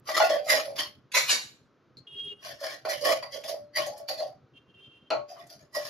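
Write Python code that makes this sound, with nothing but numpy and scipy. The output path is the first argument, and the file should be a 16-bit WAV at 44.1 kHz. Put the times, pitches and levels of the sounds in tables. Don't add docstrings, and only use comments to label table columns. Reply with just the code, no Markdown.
import sys
import numpy as np
from scipy import signal
from scipy.fft import rfft, irfft
from scipy.io import wavfile
from scipy.ndimage import uniform_filter1d, map_coordinates

SR = 44100
rng = np.random.default_rng(int(sys.argv[2]) if len(sys.argv) > 2 else 0)


def materialize(psi):
    bounded = np.clip(np.atleast_2d(psi).T, -1, 1)
    quanta = np.round(bounded * 32767).astype(np.int16)
    wavfile.write(sys.argv[1], SR, quanta)


N = 259749
T = np.arange(N) / SR
HZ = np.maximum(np.fft.rfftfreq(N, 1 / SR), 1)

# start in seconds, build-up in seconds, drag in seconds,
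# relative rasp level in dB, treble against rasp in dB, relative boom level of the hollow in dB,
# pitch of the hollow in Hz as the spoon shades its mouth, pitch of the rubbed spot in Hz,
# and level of that spot against the rasp in dB (each layer adds its own offset).
STROKES = [ (0.055, 0.027, .025, -35, 0.5, -39.5, 596, 1120, -3.5),
           (0.116, 0.032, .006, -33.5, -1, -43, 634, 1970, 2.5),
           (0.164, 0.0017, .012, -30, 2, -42, 666, 1250, 4),
           (0.192, 0.015, 0.035, -34.5, -0.5, -25, 690, 1440, 4),
           (0.215, 0.012, .028, -37.5, 1, -45.5, 640, 2700, 6),
           (0.286, 0.0074, 0.062, -36.5, -2.5, -23.5, 604, 1740, -2.5),
           (0.43, 0.026, .011, -62.5, 18.5, -33.5, 602.4, 4700, 15),
           (0.466, 0.037, 0.02, -22, -1, -26, 608, 1650, -7),
           (0.506, 0.022, 0.052, -29, 0, -25.5, 600, 1810, -8),
           (0.606, 0.044, 0.051, -56, 4, -33.5, 585.5, 10800, -1),
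           (0.748, 0.015, 0.0129, -43, 5, -54.5, 701, 5470, -4),
           (0.771, 0.018, 0.0054, -30.5, 2, -51, 689, 3130, 1.5),
           (2.402, 0.047, 0.062, -44.5, 3, -44, 627, 1680, -3.5),
           (2.584, 0.0227, .02, -51, 6.5, -37.5, 608, 1800, -4),
           (2.625, 0.0051, 0.103, -39.5, 1, -43, 611, 1700, -1.5),
           (2.845, 0.0074, .023, -45, -0.5, -31.5, 643, 1400, 0),
           (2.869, 0.024, 0.047, -33.5, 0, -37, 607, 2140, -14.5),
           (2.975, 0.046, 0.024, -56, 17.5, -31.5, 537, 4900, 5),
           (3.02, 0.035, 0.0659, -28, -1.5, -22.5, 606, 3020, -6.5),
           (3.22, .008, 0.0086, -47, -3.5, -46.5, 598.5, 4720, 5.5),
           (3.302, 0.04, 0.0045, -43.5, 6, -35, 586, 3300, -2),
           (3.43, 0.011, .03, -52, 11, -41, 617.4, 3400, 9.5),
           (3.457, 0.027, .018, -45, 10, -34, 619.5, 5000, -6),
           (3.742, 0.022, .02, -29, -5.5, -30.5, 602, 4630, -0.5),
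           (3.752, 0.018, 0.016, -36, -3, -42, 609, 2330, -2),
           (3.79, 0.025, .035, -42, -0.5, -47.5, 618, 3200, 1.5),
           (3.857, 0.0068, .01, -53, 12, -33, 625, 4670, 10),
           (3.952, 0.0172, .01, -59, 6.5, -60.5, 607, 5380, -1),
           (4.076, 0.011, 0.01, -38.5, 4.5, -32.5, 593, 4550, 7.5),
           (4.131, 0.062, 0.032, -49, 6, -30.5, 617, 4590, 7),
           (5.273, 0.023, 0.015, -56, 5.5, -45, 663, 4880, 4),
           (5.354, .014, .016, -60.5, -1, -63, 658, 1100, 14),
           (5.372, 0.018, .022, -61.5, 4, -50.5, 664, 1950, 9),
           (5.479, 0.023, .018, -59.5, 13, -54, 654.3, 5870, 2),
           (5.585, 0.009, .018, -65.5, 2, -58, 602, 6630, -4),
           (5.729, 0.025, .015, -36.5, 3.5, -32.5, 605.4, 1110, -7.5),
           (5.820, .032, 0.026, -45, 7, -51, 636, 1780, -9), ]
# frequency in Hz, relative level in dB, t60 in seconds.
CAN_MODES = [(350, -16.5, 0.45), (507, -13, 0.14), (592, 2, 0.64), (640, 7.5, 0.28), (757, -3, 0.63),
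             (830, -3.5, 0.4), (1084, -18, 0.17), (1107, -7, 0.44), (1230, -8.5, 0.092),
             (1433, -12.5, 0.34), (1530, -28, 0.09), (1785, -13, 0.16), (1848, -0.5, 0.11),
             (1946, -1, 0.24), (2303, -4, 0.073), (2420, -11, 0.07), (2657, -18.5, 0.1), (2907, -3, 0.098),
             (3260, -16.5, 0.28), (3497, -7.5, 0.15), (4180, -9, 0.25), (4560, -13.5, 0.37),
             (5250, -23, 0.17), (5650, -2, 0.034), (6440, -7.5, 0.08)]
RASP_RELEASE_DB_PER_S = 258


def undb(db):
    return 10 ** (np.asarray(db) / 20)


def unit(x):
    return x / np.sqrt(np.mean(x ** 2))


def shape(x, gain):
    return irfft(rfft(x) * gain, N)


def colour(x, points):
    hz, db = np.transpose(points)
    return shape(x, undb(np.interp(np.log(HZ), np.log(hz), db)))


def cut(x, hz, kind, order=2):
    sections = signal.butter(order, min(hz, .45 * SR), kind, fs=SR, output="sos")
    return signal.sosfilt(sections, x)


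def fade(t, t60):
    return np.exp(-np.log(1000) * t / t60)


def walk(per_s):
    return 1.2 * np.interp(T * min(per_s, 160), np.arange(1000), rng.standard_normal(1000))


def ring(modes, length=SR // 2):
    t = T[:length]
    total = np.zeros(length)
    for hz, db, t60 in modes:
        total += rng.choice([-1, 1]) * undb(db) * fade(t, t60) * np.sin(2 * np.pi * hz * t)
    return total


def add(out, s, sound):
    i = int(s * SR)
    out[i:i + len(sound)] += sound[:N - i]


def even(x, span_s):
    size = int(span_s * SR)
    power = uniform_filter1d(uniform_filter1d(x ** 2, size), size)
    return x / np.sqrt(power + 1e-12)


def resonate(x, hz, width_hz):
    turn = np.exp(2j * np.pi * np.cumsum(hz) / SR)
    return unit((cut(x * turn.conj(), width_hz / 2, "low") * turn).real)


def hum(level_db=-63.5, side_db=-13, waver_db=8):
    # frequency in Hz, relative level in dB.
    hum_spectrum = [(25, -23.5), (60, -14.5), (130, 4.5), (170, -5.5), (300, -3.5), (500, -8.5), (800, -18),
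                    (1300, -13.5), (2100, -25), (4000, -30), (6300, -36.5), (8500, -58), (15000, -50)]
    mid, side = (unit(colour(rng.standard_normal(N), hum_spectrum)) for _ in range(2))
    sound = mid + undb(side_db) * side * np.array([[1], [-1]])
    rumble = shape(sound, 1 / (1 + (HZ / 300) ** 4))
    wavering = rumble * undb(waver_db * np.tanh(walk(33)))
    return undb(level_db) * (sound - rumble + wavering)


def slips(per_s, spread_db):
    size = undb(spread_db * np.clip(rng.standard_normal(N), -2, 2))
    return unit((rng.random(N) < per_s / SR) * size * rng.choice([-1, 1], N))


def rub(force, modes, shift_db, shifts_per_s):
    out = np.zeros(N)
    for hz, db, t60 in modes:
        r, w = fade(1 / SR, t60), 2 * np.pi * hz / SR
        push = force * undb(shift_db * walk(shifts_per_s))
        out += undb(db) * signal.lfilter([1, 0, -1], [1, -2 * r * np.cos(w), r * r], push)
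    return unit(out)


def retune(x, share, per_s):
    return map_coordinates(x, [np.cumsum(1 + share * walk(per_s))], order=3, mode="mirror")


def stroke_gain(start, build_s, drag_s, release_db_per_s):
    bite_db, sag_db_per_s = 28, 55.5
    t = T - start
    bite = bite_db * np.minimum(t / build_s - 1, 0)
    sag = sag_db_per_s * np.clip(t - build_s, 0, drag_s)
    lift = release_db_per_s * np.maximum(t - build_s - drag_s, 0)
    return undb(np.maximum(bite - sag - lift, -200))


def stroking():
    treble_release_db_per_s, boom_release_db_per_s = 262.5, 244.5
    boom_lag_s, boom_linger_s = 0.012, 0.0017
    rasp, treble, boom, tuning = np.zeros((4, N))
    for s, build_s, drag_s, rasp_db, treble_db, boom_db, hollow_hz, _, _ in STROKES:
        rasp_stroke = stroke_gain(s, build_s, drag_s, RASP_RELEASE_DB_PER_S)
        rasp += (undb(rasp_db) * rasp_stroke) ** 2
        treble_stroke = stroke_gain(s, build_s, drag_s, treble_release_db_per_s)
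        treble += (undb(rasp_db + treble_db) * treble_stroke) ** 2
        boom_stroke = stroke_gain(s + boom_lag_s, build_s, drag_s + boom_linger_s, boom_release_db_per_s)
        power = (undb(boom_db) * boom_stroke) ** 2
        boom += power
        tuning += hollow_hz * power
    return np.sqrt(rasp), np.sqrt(treble), np.sqrt(boom), tuning / boom


def rasping_wall(sing_db=1, grain_db=2):
    # frequency in Hz, relative level in dB.
    rasp_spectrum = [(100, -38.5), (330, -1), (560, -11.5), (900, -6), (1100, 6), (1330, -10), (1800, 6),
                     (2600, -3.5), (3100, 3), (3900, -2.5), (5000, 6), (7200, -16), (10300, -12),
                     (15500, -15)]
    friction = slips(per_s=1500, spread_db=1.5) * undb(grain_db * walk(90))
    pressed = [(hz, db, 0.29 * t60) for hz, db, t60 in CAN_MODES[6:]]
    modes = rub(friction, pressed, shift_db=9.0, shifts_per_s=16)
    return unit(colour(friction, rasp_spectrum)) + undb(sing_db) * retune(modes, share=.025, per_s=7)


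def pumped_hollow(hollow_hz, low_modes_db=-5):
    judder = slips(per_s=340, spread_db=5.5)
    moving_hz = hollow_hz * (1 + 0.011 * walk(15))
    air = cut(resonate(judder, moving_hz, width_hz=92.5), 140, "high")
    low_modes = rub(judder, CAN_MODES[:6], shift_db=12.0, shifts_per_s=16)
    low_modes = cut(cut(low_modes, 290, "high"), 620, "low")
    return air + undb(low_modes_db) * low_modes


def scraping(rasp_db=0, boom_db=1, treble_db=-2.5, treble_hz=4000,
             sizzle_db=1, sizzle_growth=0.023, firm_db=-38):
    rasp_gain, treble_gain, boom_gain, hollow_hz = stroking()

    def driven(x, gain, db):
        return undb(db) * even(x, 0.011) * uniform_filter1d(gain, SR // 300)

    wall = rasping_wall()
    treble = shape(wall, 1 / (1 + (treble_hz / HZ) ** 8))
    lower = driven(wall - treble, rasp_gain, rasp_db)
    upper = driven(treble, treble_gain, treble_db)
    hollow = driven(pumped_hollow(hollow_hz), boom_gain, boom_db)
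    sizzle = shape(upper, 1 / (1 + (8000 / HZ) ** 12))
    force = uniform_filter1d(treble_gain, SR // 100).clip(1e-6) / undb(firm_db)
    sharpness = undb(sizzle_db) * force ** sizzle_growth
    return lower + upper + (sharpness - 1) * sizzle, hollow


def singing(width_hz=190, wander=0.011, wanders_per_s=22, level_db=-1):
    gain, spot_hz = np.zeros((2, N))
    for s, build_s, drag_s, rasp_db, _, _, _, hz, spot_db in STROKES:
        stroke = undb(rasp_db + spot_db) * stroke_gain(s, build_s, drag_s, RASP_RELEASE_DB_PER_S)
        spot_hz = np.where(stroke > gain, hz, spot_hz)
        gain = np.maximum(gain, stroke)
    moving_hz = spot_hz * (1 + wander * walk(wanders_per_s))
    tone = resonate(slips(per_s=530, spread_db=1.0), moving_hz, width_hz)
    return undb(level_db) * gain * even(tone, 0.021)


def knocking(spot_db=12, spot_octaves=0.2, crack_db=-2, crack_t60=0.067, grip=0.58, detune=0.0054,
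             clank_t60=0.23):
    # time in seconds, relative level in dB, contact cut-off in Hz,
    # frequency favoured by the spot struck in Hz, clank of the sheet against the modes in dB.
    knock_rows = [(0.089, -28.5, 4970, 1130, -24), (0.166, -25.5, 9000, 4597, -10),
                  (0.201, -15.5, 6000, 840, -24), (0.215, -21, 4000, 1427, -20),
                  (0.232, -26, 1437, 820, -28), (0.256, -30, 1190, 656, -26.5),
                  (0.297, -23, 6550, 685, -29), (0.328, -26, 910, 606, -27), (0.79, -41, 8500, 1110, -8.5),
                  (2.639, -36, 6000, 697, -21), (2.851, -33.5, 4950, 706, -2), (3.063, -31, 5000, 536, -9),
                  (3.1, -36, 1200, 614, -16), (3.226, -39, 2000, 990, -5), (3.438, -43.5, 9000, 2330, -35),
                  (3.54, -34, 820, 586, -20), (3.779, -31, 2500, 586, -14), (3.867, -36, 7950, 705, -26),
                  (3.998, -36.5, 860, 637, -33.5), (4.088, -40.5, 9000, 4250, -21),
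                  (4.205, -32.5, 1190, 693, -22), (4.252, -48, 890, 589, -24),
                  (5.1038, -37, 7500, 4200, 12), (5.109, -26, 700, 468, -1.5), (5.122, -27, 870, 1180, -2),
                  (5.137, -25, 910, 640, -6.5), (5.364, -52.5, 1440, 1110, 1), (5.769, -33, 1500, 614, -19)]
    # frequency in Hz, relative level in dB.
    clank_spectrum = [(40, -57), (200, -15), (350, 2), (450, -2.5), (700, 7.5), (950, 1), (1300, 4.5),
                      (1780, -19), (2350, -2), (3000, -11), (3800, -20), (4250, 0), (4600, -12),
                      (5100, -23), (6300, -20.5), (9000, -41.5), (15000, -36.5)]
    out, length = np.zeros(N), SR // 2
    t = T[:length]
    sheet = unit(colour(rng.standard_normal(N), clank_spectrum))
    for s, db, contact_hz, spot_hz, clank_db in knock_rows:
        modes = []
        for hz, level, t60 in CAN_MODES:
            favour = spot_db * np.exp(-(np.log2(hz / spot_hz) / spot_octaves) ** 2)
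            modes.append((hz * (1 + detune * rng.standard_normal()), level + favour, t60 * grip))
        tone = ring(modes)
        tone /= np.std(tone[:SR // 50])
        buzz = unit(signal.fftconvolve(rng.standard_normal(length), tone * fade(t, 0.029))[:length])
        blow = cut(tone + undb(crack_db) * buzz * fade(t, crack_t60), 420, "high", order=4)
        clank = cut(np.roll(sheet, rng.integers(N))[:length] * fade(t, clank_t60), 240, "high")
        add(out, s, undb(db) * cut(blow + undb(clank_db) * clank, contact_hz, "low"))
    return out


def ticking(tick_t60=0.11):
    # time in seconds, relative level in dB, centre in Hz, width in octaves.
    tick_rows = [(0.167, -32, 3960, 1.7), (0.297, -35, 5200, 0.77), (2.641, -41, 5000, 1),
                 (0.501, -37, 11000, 1.5), (1.97, -45, 4300, 0.077), (2.431, -42, 2870, .06),
                 (2.85, -53, 10500, .7), (3.049, -35.5, 11000, 0.76), (3.226, -38, 1025, 0.19),
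                 (3.322, -36, 4750, 0.15), (3.438, -47, 5000, 2.4), (3.864, -42, 7400, 2),
                 (3.977, -49, 9700, 1.3), (4.079, -55, 8000, 1.3), (5.107, -35.5, 4500, .08),
                 (5.286, -62, 5500, .8), (5.392, -54, 3550, .12), (5.468, -57, 6040, 1.8)]
    out = np.zeros(N)
    for s, db, hz, octaves in tick_rows:
        band = 1 / (1 + (2 * np.log2(HZ / hz) / octaves) ** 2)
        burst = unit(shape(rng.standard_normal(N), band))
        add(out, s, undb(db) * burst[:SR // 5] * fade(T[:SR // 5], tick_t60))
    return out


def spoon_ring():
    # time in seconds, relative level in dB, frequency favoured by the way it lets go in Hz,
    # that favour in dB, t60 of the extra damping by the fingers in seconds.
    release_rows = [(0.311, -44, 3278, 12, 3), (0.793, -35.5, 4450, 3, .6)]
    # frequency in Hz, relative level in dB, t60 without the fingers in seconds.
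    spoon_modes = [(2369, -6, .26), (3040, -2, .26), (3144, -2, .3), (3278, -2, .29), (4377, -1, .3),
                   (4520, -2, .33), (4700, -4, .28), (5216, -5, .25), (5560, -4, .25)]
    out, favour_width_hz = np.zeros(N), 70
    for s, db, best_hz, favour_db, finger_t60 in release_rows:
        modes = []
        for hz, level, t60 in spoon_modes:
            favour = favour_db * np.exp(-((hz - best_hz) / favour_width_hz) ** 2)
            modes.append((hz, level + favour, t60))
        add(out, s, undb(db) * ring(modes) * fade(T[:SR // 2], finger_t60))
    return out


def clattering(chatter_s=0.0063, steel_t60=0.52, level_db=-3, pot_modes_db=-10.5):
    # time in seconds, relative level in dB, time constant of the build-up in seconds,
    # bass cut in Hz, t60 of the extra damping by the hand in seconds.
    clatter_rows = [(1.118, -40, 0.0008, 1800, 0.02), (1.146, -18, 0.0052, 997, 2.66),
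                    (1.168, -18, 0.0082, 480, 0.31), (1.297, -16.5, 0.01, 1365, 0.84),
                    (1.325, -25.5, 0.005, 272, 0.2), (1.973, -62, 0.00032, 3840, 0.093)]
    # frequency in Hz, relative level in dB, t60 without the hand in seconds.
    pot_modes = [(1430, -4, .18), (2025, -6, .2), (2245, 1, .4), (2338, -7, .28), (2505, -4, .22),
                 (2796, -1, .25), (3047, -12, .23), (3381, -13, .29), (4135, 1, .68), (4173, 0, .6),
                 (4280, -6, .3), (4447, -2, .3), (4878, -7, .35), (5400, -9, .35), (5835, -9, .2),
                 (6400, -9, .27), (7176, -9, .4)]
    # frequency in Hz, relative level in dB.
    steel_spectrum = [(100, -16), (300, 7), (520, 5), (750, 2.5), (1100, -4.5), (1500, -1), (2200, 4),
                      (3100, -2.5), (4400, 4), (5600, -2.5), (7300, 0.5), (8800, -13), (9900, -10),
                      (11500, -13), (15500, -23.5)]
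    out, length = np.zeros(N), SR * 2 // 3
    t = T[:length]
    crowd = colour(rng.standard_normal(N), steel_spectrum)
    modes = unit(ring(pot_modes, length))
    contacts = slips(per_s=4000, spread_db=0.0)
    for s, db, build_s, bass_hz, hand_t60 in clatter_rows:
        spot = unit(np.roll(crowd, rng.integers(N))[:length] * fade(t, steel_t60))
        steel = (spot + undb(pot_modes_db) * modes) * fade(t, hand_t60)
        press = np.exp(-np.abs(T - s) / np.where(T < s, build_s, chatter_s))
        sound = cut(signal.fftconvolve(contacts * press, steel)[:N], bass_hz, "high")
        peak_rms = np.sqrt(uniform_filter1d(sound ** 2, SR // 50).max())
        out += undb(db + level_db) * sound / peak_rms
    return out


def toot_gain(start, length_s):
    attack_s, release_db_per_s = 0.0038, 424
    swell_db, crest = 13.5, 0.72
    t = T - start
    swell = swell_db * np.abs(np.clip(t / length_s, 0, 1) / crest - 1)
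    release = release_db_per_s * np.maximum(t - length_s, 0)
    return np.clip(t / attack_s, 0, 1) * undb(-swell - release)


def horn(level_db=-4.0, waver_db=5.0, carry_db=6, carry_hz=300, smear=.3, scatter_share=.75):
    # start in seconds, length in seconds, relative level in dB, pitch in Hz,
    # frequency that carries best down the street in Hz, relative level of the echoes in dB,
    # blur of the lines in Hz.
    toot_rows = [(2.068, 0.26, -38.5, 407.7, 3230, -6.5, 14), (4.535, 0.062, -53, 395.7, 2704, 1, 44),
                 (4.739, 0.13, -48, 394.5, 3160, 2, 39)]
    # multiple of the pitch, relative level in dB.
    harmonics = [(1, -11.5), (6, -38), (7, -1.5), (8, -2), (9, -17.5), (13, -35), (16, -34), (22, -24),
                 (23, -32)]
    # delay in seconds, relative level in dB.
    street_echoes = [(.125, -11.5), (0.216, -19.5)]
    out = np.zeros((2, N))
    for s, length_s, toot_db, hz, best_hz, echo_db, blur_hz in toot_rows:
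        power = toot_gain(s, length_s) ** 2
        for delay, db in street_echoes:
            power = power + (undb(echo_db + db) * toot_gain(s + delay, length_s)) ** 2
        gain = undb(toot_db) * np.sqrt(power)
        on = (T >= s) & (T < s + 1)
        for multiple, db in harmonics:
            line_hz = round(multiple) * hz
            carried = carry_db * (np.exp(-((line_hz - best_hz) / carry_hz) ** 2) - .5)
            phase = 2 * np.pi * line_hz * T[on] + smear * walk(54)[on]
            blur = cut(rng.standard_normal((2, on.sum())), blur_hz, "low", order=1)
            line = np.sin(phase) + scatter_share * unit(blur) * np.cos(phase)
            out[:, on] += gain[on] * undb(level_db + db + carried + waver_db * walk(40)[on]) * line
    return out


def kitchen(x, wet_db, early_t60, moves_per_s, late_t60=0.071, late_db=-22):
    length, dull_hz = SR // 3, 6900
    t = T[:length]
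    early, late = rng.standard_normal((2, 4, 2, length))
    tail = undb(late_db) * cut(late, dull_hz, "low") * fade(t, late_t60)
    echoes = early * fade(t, early_t60) + tail
    echoes /= np.sqrt(np.sum(echoes ** 2, axis=2, keepdims=True))
    paths = np.array([walk(moves_per_s) for _ in echoes])
    paths /= np.sqrt(np.sum(paths ** 2, axis=0))
    wet = signal.oaconvolve((x * paths)[:, None], echoes, axes=2).sum(axis=0)[:, :N]
    return (x + undb(wet_db) * wet) / np.sqrt(1 + undb(wet_db) ** 2)


def scene(boom_pan_db=-2, catch_db=2.0, catches_per_s=150):
    rasp, hollow = scraping()
    grit = unit(undb(catch_db * walk(catches_per_s)))
    rasp = (rasp + singing()) * grit + ticking()
    rasp = kitchen(rasp, wet_db=5, early_t60=.028, moves_per_s=12, late_t60=.2, late_db=-13)
    hollow = kitchen(hollow, wet_db=-2.5, early_t60=0.14, moves_per_s=5)
    hollow = hollow * undb(boom_pan_db * np.array([[.5], [-.5]]))
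    knocks = kitchen(knocking() + spoon_ring(), wet_db=1.5, early_t60=0.15, moves_per_s=6.6)
    pot = kitchen(clattering(), wet_db=5, early_t60=.04, moves_per_s=14, late_t60=.35, late_db=-19)
    return hum() + rasp + hollow + knocks + pot + horn()


def record(dry):
    # frequency in Hz, phase in radians.
    port_phase = [(6800, .8), (7700, 2.2), (8150, 3.12), (8900, 3.14), (9200, 1.3), (10200, .4),
                  (13200, .5), (14300, 1.9), (15000, 3.0)]
    top_hz = 15550
    left, right = rfft(dry)
    alike = 1 / (1 + (7000 / HZ) ** 40)
    turned = left * np.exp(-1j * np.interp(HZ, *np.transpose(port_phase)))
    right = np.sqrt(1 - alike ** 2) * right + alike * turned
    top_cut = signal.ellip(10, .2, 80, top_hz, fs=SR, output="sos")
    return signal.sosfilt(top_cut, irfft(np.array([left, right]), N))


dry = scene()
out = record(dry)
materialize(out)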